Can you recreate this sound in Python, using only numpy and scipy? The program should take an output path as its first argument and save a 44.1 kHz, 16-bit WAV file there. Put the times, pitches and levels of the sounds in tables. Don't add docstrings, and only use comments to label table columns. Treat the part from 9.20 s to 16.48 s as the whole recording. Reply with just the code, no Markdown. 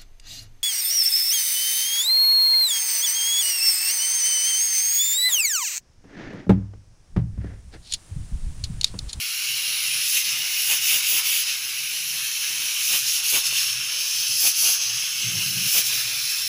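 import sys
import numpy as np
from scipy import signal
from scipy.fft import rfft, irfft, next_fast_len
from scipy.io import wavfile
from scipy.ndimage import uniform_filter1d, map_coordinates

SR = 44100
rng = np.random.default_rng(int(sys.argv[2]) if len(sys.argv) > 2 else 0)


def put_to_file(sound):
    columns = np.atleast_2d(sound).T
    safe = np.clip(columns, -1, 1)
    whole_steps = np.round(safe * 32767)
    wavfile.write(sys.argv[1], SR, whole_steps.astype(np.int16))


N = 321028

# time in seconds, share of the way down (0-1).
MIC_LOWERED = [(0, 0.11), (2.8, 0.15), (3.6, 0.32), (4.4, 0.47), (5.6, 0.51), (6.3, 0.37), (6.9, 0.06),
               (7.28, 0)]


def amp(db):
    return 10 ** (np.asarray(db) / 20)


def unit(x):
    return x / np.sqrt(np.mean(x ** 2) + 1e-20)


def ease(u):
    u = np.clip(u, 0, 1)
    return u * u * (3 - 2 * u)


def bell(t, s, spread, order=2):
    return np.exp(-np.abs((t - s) / spread) ** order / 2)


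def along(points, hz):
    f, v = np.transpose(points)
    return np.interp(np.log(hz + 1), np.log(f + 1), v)


def curves(rows):
    s, *cols = np.transpose(rows)
    t = np.arange(N) / SR
    return [np.interp(t, s, c) for c in cols]


def wobble(rate):
    knots = rng.standard_normal(int(N * rate / SR) + 4)
    return map_coordinates(knots, [np.arange(N) * rate / SR])


def filtered(x, response):
    m = next_fast_len(N + SR // 2)
    spectrum = rfft(x, m) * response(np.fft.rfftfreq(m, 1 / SR))
    return irfft(spectrum, m)[..., :N]


def patches(shape, bins, frames):
    across_hz = uniform_filter1d(rng.standard_normal(shape), size=bins, axis=0)
    return unit(uniform_filter1d(across_hz, size=frames, axis=1))


def turbulence(patchy_db, streak_db, spit_db, spits):
    z = signal.stft(rng.standard_normal(N), nperseg=512)[2]
    field_db = patchy_db * patches(z.shape, 6, 8) + streak_db * patches(z.shape, 2, 90)
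    air = unit(signal.istft(z * amp(field_db), nperseg=512)[1][:N])
    drops = (rng.random(N) < spits / SR) * rng.uniform(-1.7, 1, N) * amp(spit_db)
    return air + drops


def booming(levels_db, modes):
    out = np.zeros(N)
    for level_db, (c, w) in zip(levels_db, modes):
        resonance = lambda f: (1j * f * w / (c * c - f * f + 1j * f * w)) ** 2
        boom = filtered(rng.standard_normal(N), resonance)
        out += amp(level_db + 1.9 * wobble(22)) * unit(boom)
    return out


def bass_swells(puff_db):
    # centre in Hz, width in Hz.
    room_modes = [(118.2, 18), (150, 62), (73, 84), (304, 145)]
    # middle in seconds, length in seconds, then the level of each resonance in dB.
    swells = [(.34, 0.12, -56, -60, -72, -81), (.51, .09, -61, -61, -78, -65),
              (.72, 0.22, -55, -59, -71, -83), (1.14, 0.19, -52, -56, -72, -64),
              (1.625, 0.095, -59, -72, -80, -72), (1.85, 0.092, -62, -74, -80, -75),
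              (2.47, 0.15, -64, -72, -69, -64), (2.63, 0.14, -67, -60, -80, -78),
              (2.95, 0.29, -62, -56.5, -70, -82), (3.37, .2, -59, -62, -66, -59),
              (3.86, .11, -56, -60, -80, -79), (4.065, 0.081, -59, -68, -82, -70),
              (4.33, 0.14, -54, -58, -72, -67), (4.56, 0.28, -52, -59.5, -70, -69),
              (4.99, 0.095, -55, -61, -74, -75), (5.125, 0.11, -54, -62, -72, -60),
              (5.74, .21, -49, -64, -71, -74), (5.93, 0.14, -60, -61, -68, -66),
              (6.72, 0.18, -49, -56, -62, -70), (6.95, 0.34, -50.5, -63, -58, -63),
              (7.25, 0.11, -51, -68, -62, -65)]
    still_db = [-72, -71, -75, -73]
    thump_db = [-28, -13, -34, -40]
    t = np.arange(N) / SR
    power = amp(still_db)[:, None] ** 2 + np.outer(amp(thump_db), amp(puff_db)) ** 2
    for s, length, *db in swells:
        at = slice(max(round((s - .4) * SR), 0), round((s + .4) * SR))
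        shape = bell(t[at], s, length / 2.5, order=4)
        power[:, at] += np.outer(amp(db), shape) ** 2
    return booming(10 * np.log10(power), room_modes)


def heavy_rumble():
    # start in seconds, stop in seconds, length of the edges in seconds.
    span = (6.0, 6.49, 0.033)
    # centre in Hz, width in Hz.
    modes = [(119.6, 17), (181, 38), (301.6, 310), (75, 48)]
    mode_db = [-34.5, -43, -54, -60]
    throb_hz, throb_crest_s, throb_db = 10.4, 6.085, 8
    late_s, fade_db_per_s = 0.035, 20
    t = np.arange(N) / SR
    start, stop, edge = span
    during = ease((t - start) / edge + .5) * ease((stop - t) / edge + .5)
    level_db = np.outer(mode_db, np.ones(N))
    level_db[0] += throb_db * np.cos(2 * np.pi * throb_hz * (t - throb_crest_s))
    level_db[0] -= fade_db_per_s * (t - start)
    level_db[0] -= 15 * ease((start + late_s - t) / edge + .5)
    return during, booming(level_db, modes)


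def rumble(puff_db):
    room = bass_swells(puff_db)
    during, heavy = heavy_rumble()
    return (1 - during) * room + during * heavy


def flame():
    # time in seconds, level in dB before a common 2.5 dB cut.
    burn = [(0.0, -54), (0.14, -79), (0.56, -45), (2.15, -39), (2.35, -47), (2.61, -48), (2.82, -53),
            (3.04, -40.5), (3.36, -45), (3.63, -43.5), (3.79, -42), (4.07, -43), (4.24, -43), (4.74, -45),
            (5.58, -41), (6.02, -48), (6.45, -42.5), (7.28, -41.5)]
    # frequency in Hz, relative density in dB per Hz.
    colour = [(500, -27), (900, -12.5), (1300, -6.5), (1650, -0.5), (2000, -4), (2600, -38)]
    air = turbulence(patchy_db=3.5, streak_db=-1.0, spit_db=-3, spits=42)
    hiss = unit(filtered(air, lambda hz: amp(along(colour, hz))))
    return amp(curves(burn)[0] - 2.5) * hiss


def ticks():
    # start in seconds, level in dB before a common 6 dB lift.
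    bumps = [(4.327, -38.5), (5.836, -35), (6.154, -39), (6.515, -45)]
    out, t = np.zeros(N + SR), np.arange(800) / SR
    grit = uniform_filter1d(rng.standard_normal((len(bumps), len(t))), size=12, axis=1)
    for (s, db), g in zip(bumps, grit):
        push = np.sin(2 * np.pi * 620 * t) + 2.5 * g
        out[round(s * SR):][:len(t)] += amp(db + 6 - 60 * t / 0.0085) * push
    return out[:N]


def tiles(x):
    # delay in seconds with the microphone at lid height, level in dB against the direct sound.
    reflections = [(.0017, -26.5), (.0062, -22.5), (.0091, -18.5), (0.0127, -16.5), (0.0178, -20),
                   (.0231, -15.5)]
    at = np.arange(N)
    stretch = 1 - 0.0301 * curves(MIC_LOWERED)[0]
    echoes = sum(amp(db) * map_coordinates(x, [at - s * SR * stretch]) for s, db in reflections)
    return (x + echoes) / np.sqrt(1 + sum(amp(db) ** 2 for _, db in reflections))


def chuff(level_db):
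    # frequency in Hz, relative density in dB per Hz.
    colour = [(35, -38), (60, -9), (302, 2), (1130, 3), (1230, 2), (1500, 0.5), (1950, -24), (3300, -120)]
    air = turbulence(patchy_db=2.5, streak_db=1.8, spit_db=-2, spits=45)
    body = unit(filtered(air, lambda hz: amp(along(colour, hz))))
    return amp(level_db + 4.0) * body


def whistle(skirt_db):
    # time in seconds, centre in Hz, level in dB against the skirt band.
    ridge = [(0, 5500, -7.5), (2.4, 5670, -15), (3.3, 5580, -7), (3.7, 5320, -8.5), (4.5, 5450, -3),
             (4.9, 5350, -5), (5.2, 5100, -1.5), (5.5, 5040, -8), (5.8, 5370, -7.5), (7.28, 5430, -2)]
    hz, rel_db = curves(ridge)
    a, b = filtered(rng.standard_normal((2, N)), lambda f: 1 / (1 + (f / 220) ** 2))
    turn = 2 * np.pi * np.cumsum(hz) / SR
    return amp(skirt_db + rel_db) * unit(a * np.cos(turn) + b * np.sin(turn))


def steam(bands_db):
    # frequency in Hz, relative density in dB per Hz.
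    seated_high = [(530, -45), (900, -32.5), (1570, -16), (1840, -16), (2190, -4), (2850, -3.5),
                   (3450, -7.5), (3970, -4.5), (4690, -10), (5410, -5), (8110, -15), (10400, -2.5),
                   (12700, -13), (14900, -3), (15400, -9)]
    seated_low = [(530, -47), (900, -24.5), (1460, -12.5), (2090, -28), (2590, -1.5), (3060, -4.5),
                  (3530, -11), (5290, -8), (6390, 1.5), (6950, -16.5), (8110, -11.5), (10800, -7.5),
                  (12900, -13), (14700, -4), (15400, -10)]
    lifted_high = [(880, -38), (1500, -11), (1750, -9), (2370, 5.5), (2740, 7), (4130, -4), (4650, -3),
                   (5020, -7.5), (5540, -4), (6470, -4), (8340, -11), (10800, -1.5), (13400, -7),
                   (14500, 3), (15400, -0.5)]
    lifted_low = [(880, -32.5), (1500, -8), (1990, -17), (2770, -1), (4340, -2), (5170, 7.5), (5760, 3.5),
                  (6470, 6.5), (7060, -17), (7640, -8), (8250, -15), (10900, -4.5), (13200, -15),
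                  (14700, -5), (15400, -4)]
    anchor_hz = [3000, 5200, 9500, 14000]
    lift = np.clip((bands_db[2] + 32.5) / 8, 0, 1)
    low = np.clip(curves(MIC_LOWERED)[0], 0, 1)
    flutter = amp(0.17 * wobble(17) + 0.36 * wobble(40))
    air = flutter * turbulence(patchy_db=1.06, streak_db=2.0, spit_db=11.5, spits=130)
    out = np.zeros(N)
    for k, level_db in enumerate(bands_db):
        band = np.c_[anchor_hz, np.eye(4)[k]]
        leak, shaded, gush, shaded_gush = [
            unit(filtered(air, lambda hz: amp(along(colour, hz)) * along(band, hz)))
            for colour in (seated_high, seated_low, lifted_high, lifted_low)]
        seated = (1 - low) * leak + low * shaded
        lifted = (1 - low) * gush + low * shaded_gush
        out += amp(level_db) * ((1 - lift) * seated + lift * lifted)
    return out


def valve():
    # time in seconds, then the levels in dB of the throat, skirt,
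    # jet and fizz bands.
    seep = [(0, -32.5, -31.5, -35, -38), (.45, -30, -29.5, -33.5, -36), (.8, -28.5, -29.5, -31, -35),
            (1.22, -31, -29, -36.5, -34.5), (2.2, -32, -29.5, -33, -37.5), (2.42, -32.5, -33, -37.5, -36.5),
            (3.2, -33, -30.5, -34.5, -35.5), (3.58, -30.5, -29, -30.5, -35.5), (4.62, -32.5, -30, -37, -41),
            (4.85, -32, -27, -35, -37), (5.15, -33.5, -26.5, -31, -34), (5.62, -32, -27.5, -38, -40),
            (5.9, -31.5, -29, -35.5, -39), (6.35, -31, -29, -31.5, -33), (6.9, -31, -29, -35.5, -36),
            (7.28, -34, -30, -34, -33)]
    # time it drops back in seconds, length of the lift in seconds, rise in
    # seconds, share of the swell that sags away, swells of throat, skirt, jet and fizz in dB, dip in dB as
    lifts = [(1.038, .24, .15, 0, -0.5, 3.5, 5.2, 8.1, 4.5), (1.17, 0.15, .03, .5, 1.5, 3.3, 2.6, 2, -2),
             (1.6, 0.43, 0.37, 0, 2.5, 2.3, 7.8, 9, 3), (1.822, 0.24, .1, 0, 5, 3.7, 8, 12, 5),
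             (2.025, 0.25, 0.15, 0, 4.5, 2.7, 6.7, 14.7, 3), (2.252, 0.23, 0.056, 0, 3.5, 2, 5.7, 11.6, 2),
             (2.39, .13, 0.019, 0.93, 4.5, 4.1, 2, 1.8, -1),
             (3.828, 0.27, 0.18, 0.17, 2.5, 2.6, 5.6, 10.4, 0), (4.02, 0.17, 0.028, .5, -1, 4, 4.6, 8, 7),
             (4.227, 0.21, 0.094, 0, 4.5, 2.2, 8.5, 14, 4), (4.31, 0.077, 0.037, 0, 7.5, 5.7, 8.3, 7, -5),
             (4.579, 0.28, 0.084, 0.87, 4.5, 5.2, 8.6, 8.1, 1),
             (5.333, 0.2, 0.12, 0.13, 1.5, 2.6, 8.7, 14, 6), (5.586, 0.26, 0.1, .3, 3.5, 5.2, 12.2, 16, 5),
             (5.7, .1, .03, .5, 1, 1.8, 2, 3, -4), (6.635, .27, 0.26, 0, 3.5, 4, 10.5, 14, 0),
             (6.711, 0.078, 0.043, 0, -3, 3.4, 6.7, 10, -2),
             (6.85, .135, 0.025, 0.67, 2.5, 1.6, 4.2, 4.4, 1)]
    fall_s = [0.088, 0.042, 0.051, 0.052]
    dip_share = [0.76, 0.47, 0.3, 1]
    # middle in seconds, spread in seconds (scaled
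    # for each use), level of the chuff in dB before its common lift, throat swell in dB, lag of that swell
    # in seconds.
    puff_rows = [(.52, 0.028, -63, 0, 0), (.955, 0.013, -60, 8, 0.018), (1.15, 0.053, -64, 0, 0.0043),
                 (1.515, .025, -45.5, 5.5, 0.0049), (1.745, 0.03, -51.5, 2.5, -0.022),
                 (1.955, 0.026, -49, 4, 0.031), (2.09, 0.014, -53, 1, 0.011), (2.3, 0.022, -61, 1, -2),
                 (3.735, 0.032, -44.5, 6, 0.013), (3.87, 0.015, -61, 3.5, 0.018),
                 (4.158, 0.023, -38.5, 5.5, -0.0011), (5.258, 0.02, -42.5, 7.5, 0.014),
                 (5.472, 0.037, -44.5, 3.5, -0.0017), (6.574, 0.023, -42, 8.5, 0.0073),
                 (6.77, 0.033, -51.5, 0.5, -0.035), (6.92, 0.045, -55.5, 0, -2.5)]
    # lead in seconds, spread in seconds, share of the swell.
    hush = (0.073, 0.019, 0.38)
    seat_s = 0.0059
    jet_share = 0.49
    chuff_under_db, chuff_waver_db = -32.5, 3
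    t = np.arange(N) / SR
    bands_db, puffs = np.array(curves(seep)), np.full(N, 1e-12)
    leak = amp(bands_db[0] + chuff_under_db + chuff_waver_db * wobble(14)) ** 2
    for s, length, rise, sag, *swell_db, dip_db in lifts:
        at = slice(round((s - .5) * SR), round((s + .1) * SR))
        since = t[at] - s + length
        sagging = 1 - sag * np.clip((since - rise) / (length - rise), 0, 1)
        held = ease(since / rise) * sagging
        falling = ease((s - t[at]) / np.c_[fall_s])
        dip = np.outer(dip_share, dip_db * bell(t[at], s, seat_s))
        bands_db[:, at] += np.c_[swell_db] * held * falling - dip
    lead, hush_s, share = hush
    for s, spread, db, swell_db, lag in puff_rows:
        at = slice(round((s - .3) * SR), round((s + .3) * SR))
        top = swell_db * bell(t[at], s + lag, spread / 2.2)
        bands_db[0, at] += top - share * swell_db * bell(t[at], s + lag - lead, hush_s)
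        bands_db[2, at] += jet_share * top
        puffs[at] += amp(db) ** 2 * bell(t[at], s, 1.13 * spread, order=3) ** 2
    return bands_db, 10 * np.log10(puffs), 10 * np.log10(puffs + leak)


def scene():
    bands_db, puff_db, chuff_db = valve()
    hiss = steam(bands_db) + whistle(bands_db[1]) + chuff(chuff_db) + flame()
    mono = tiles(hiss) + rumble(puff_db) + ticks()
    return np.array([mono, mono])


def record(dry):
    # frequency in Hz, gain in dB.
    port = [(2000, -2), (2350, -1), (2750, 2), (3100, 1), (3400, -1.5), (4900, -1.5), (6650, 0), (6900, -1),
            (7600, 1), (8300, -3.5), (10000, 0), (10350, 0), (10700, 2), (12500, 2), (13800, -2.5),
            (14300, 3.5)]
    full = .62
    top_hz = 15580
    heard = filtered(dry, lambda hz: amp(along(port, hz)))
    rounded = heard / (1 + np.abs(heard / full) ** 4) ** (1 / 4)
    return filtered(rounded, lambda hz: np.clip((top_hz - hz) / 120, 0, 1) ** 3)


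dry = scene()
out = record(dry)
put_to_file(out)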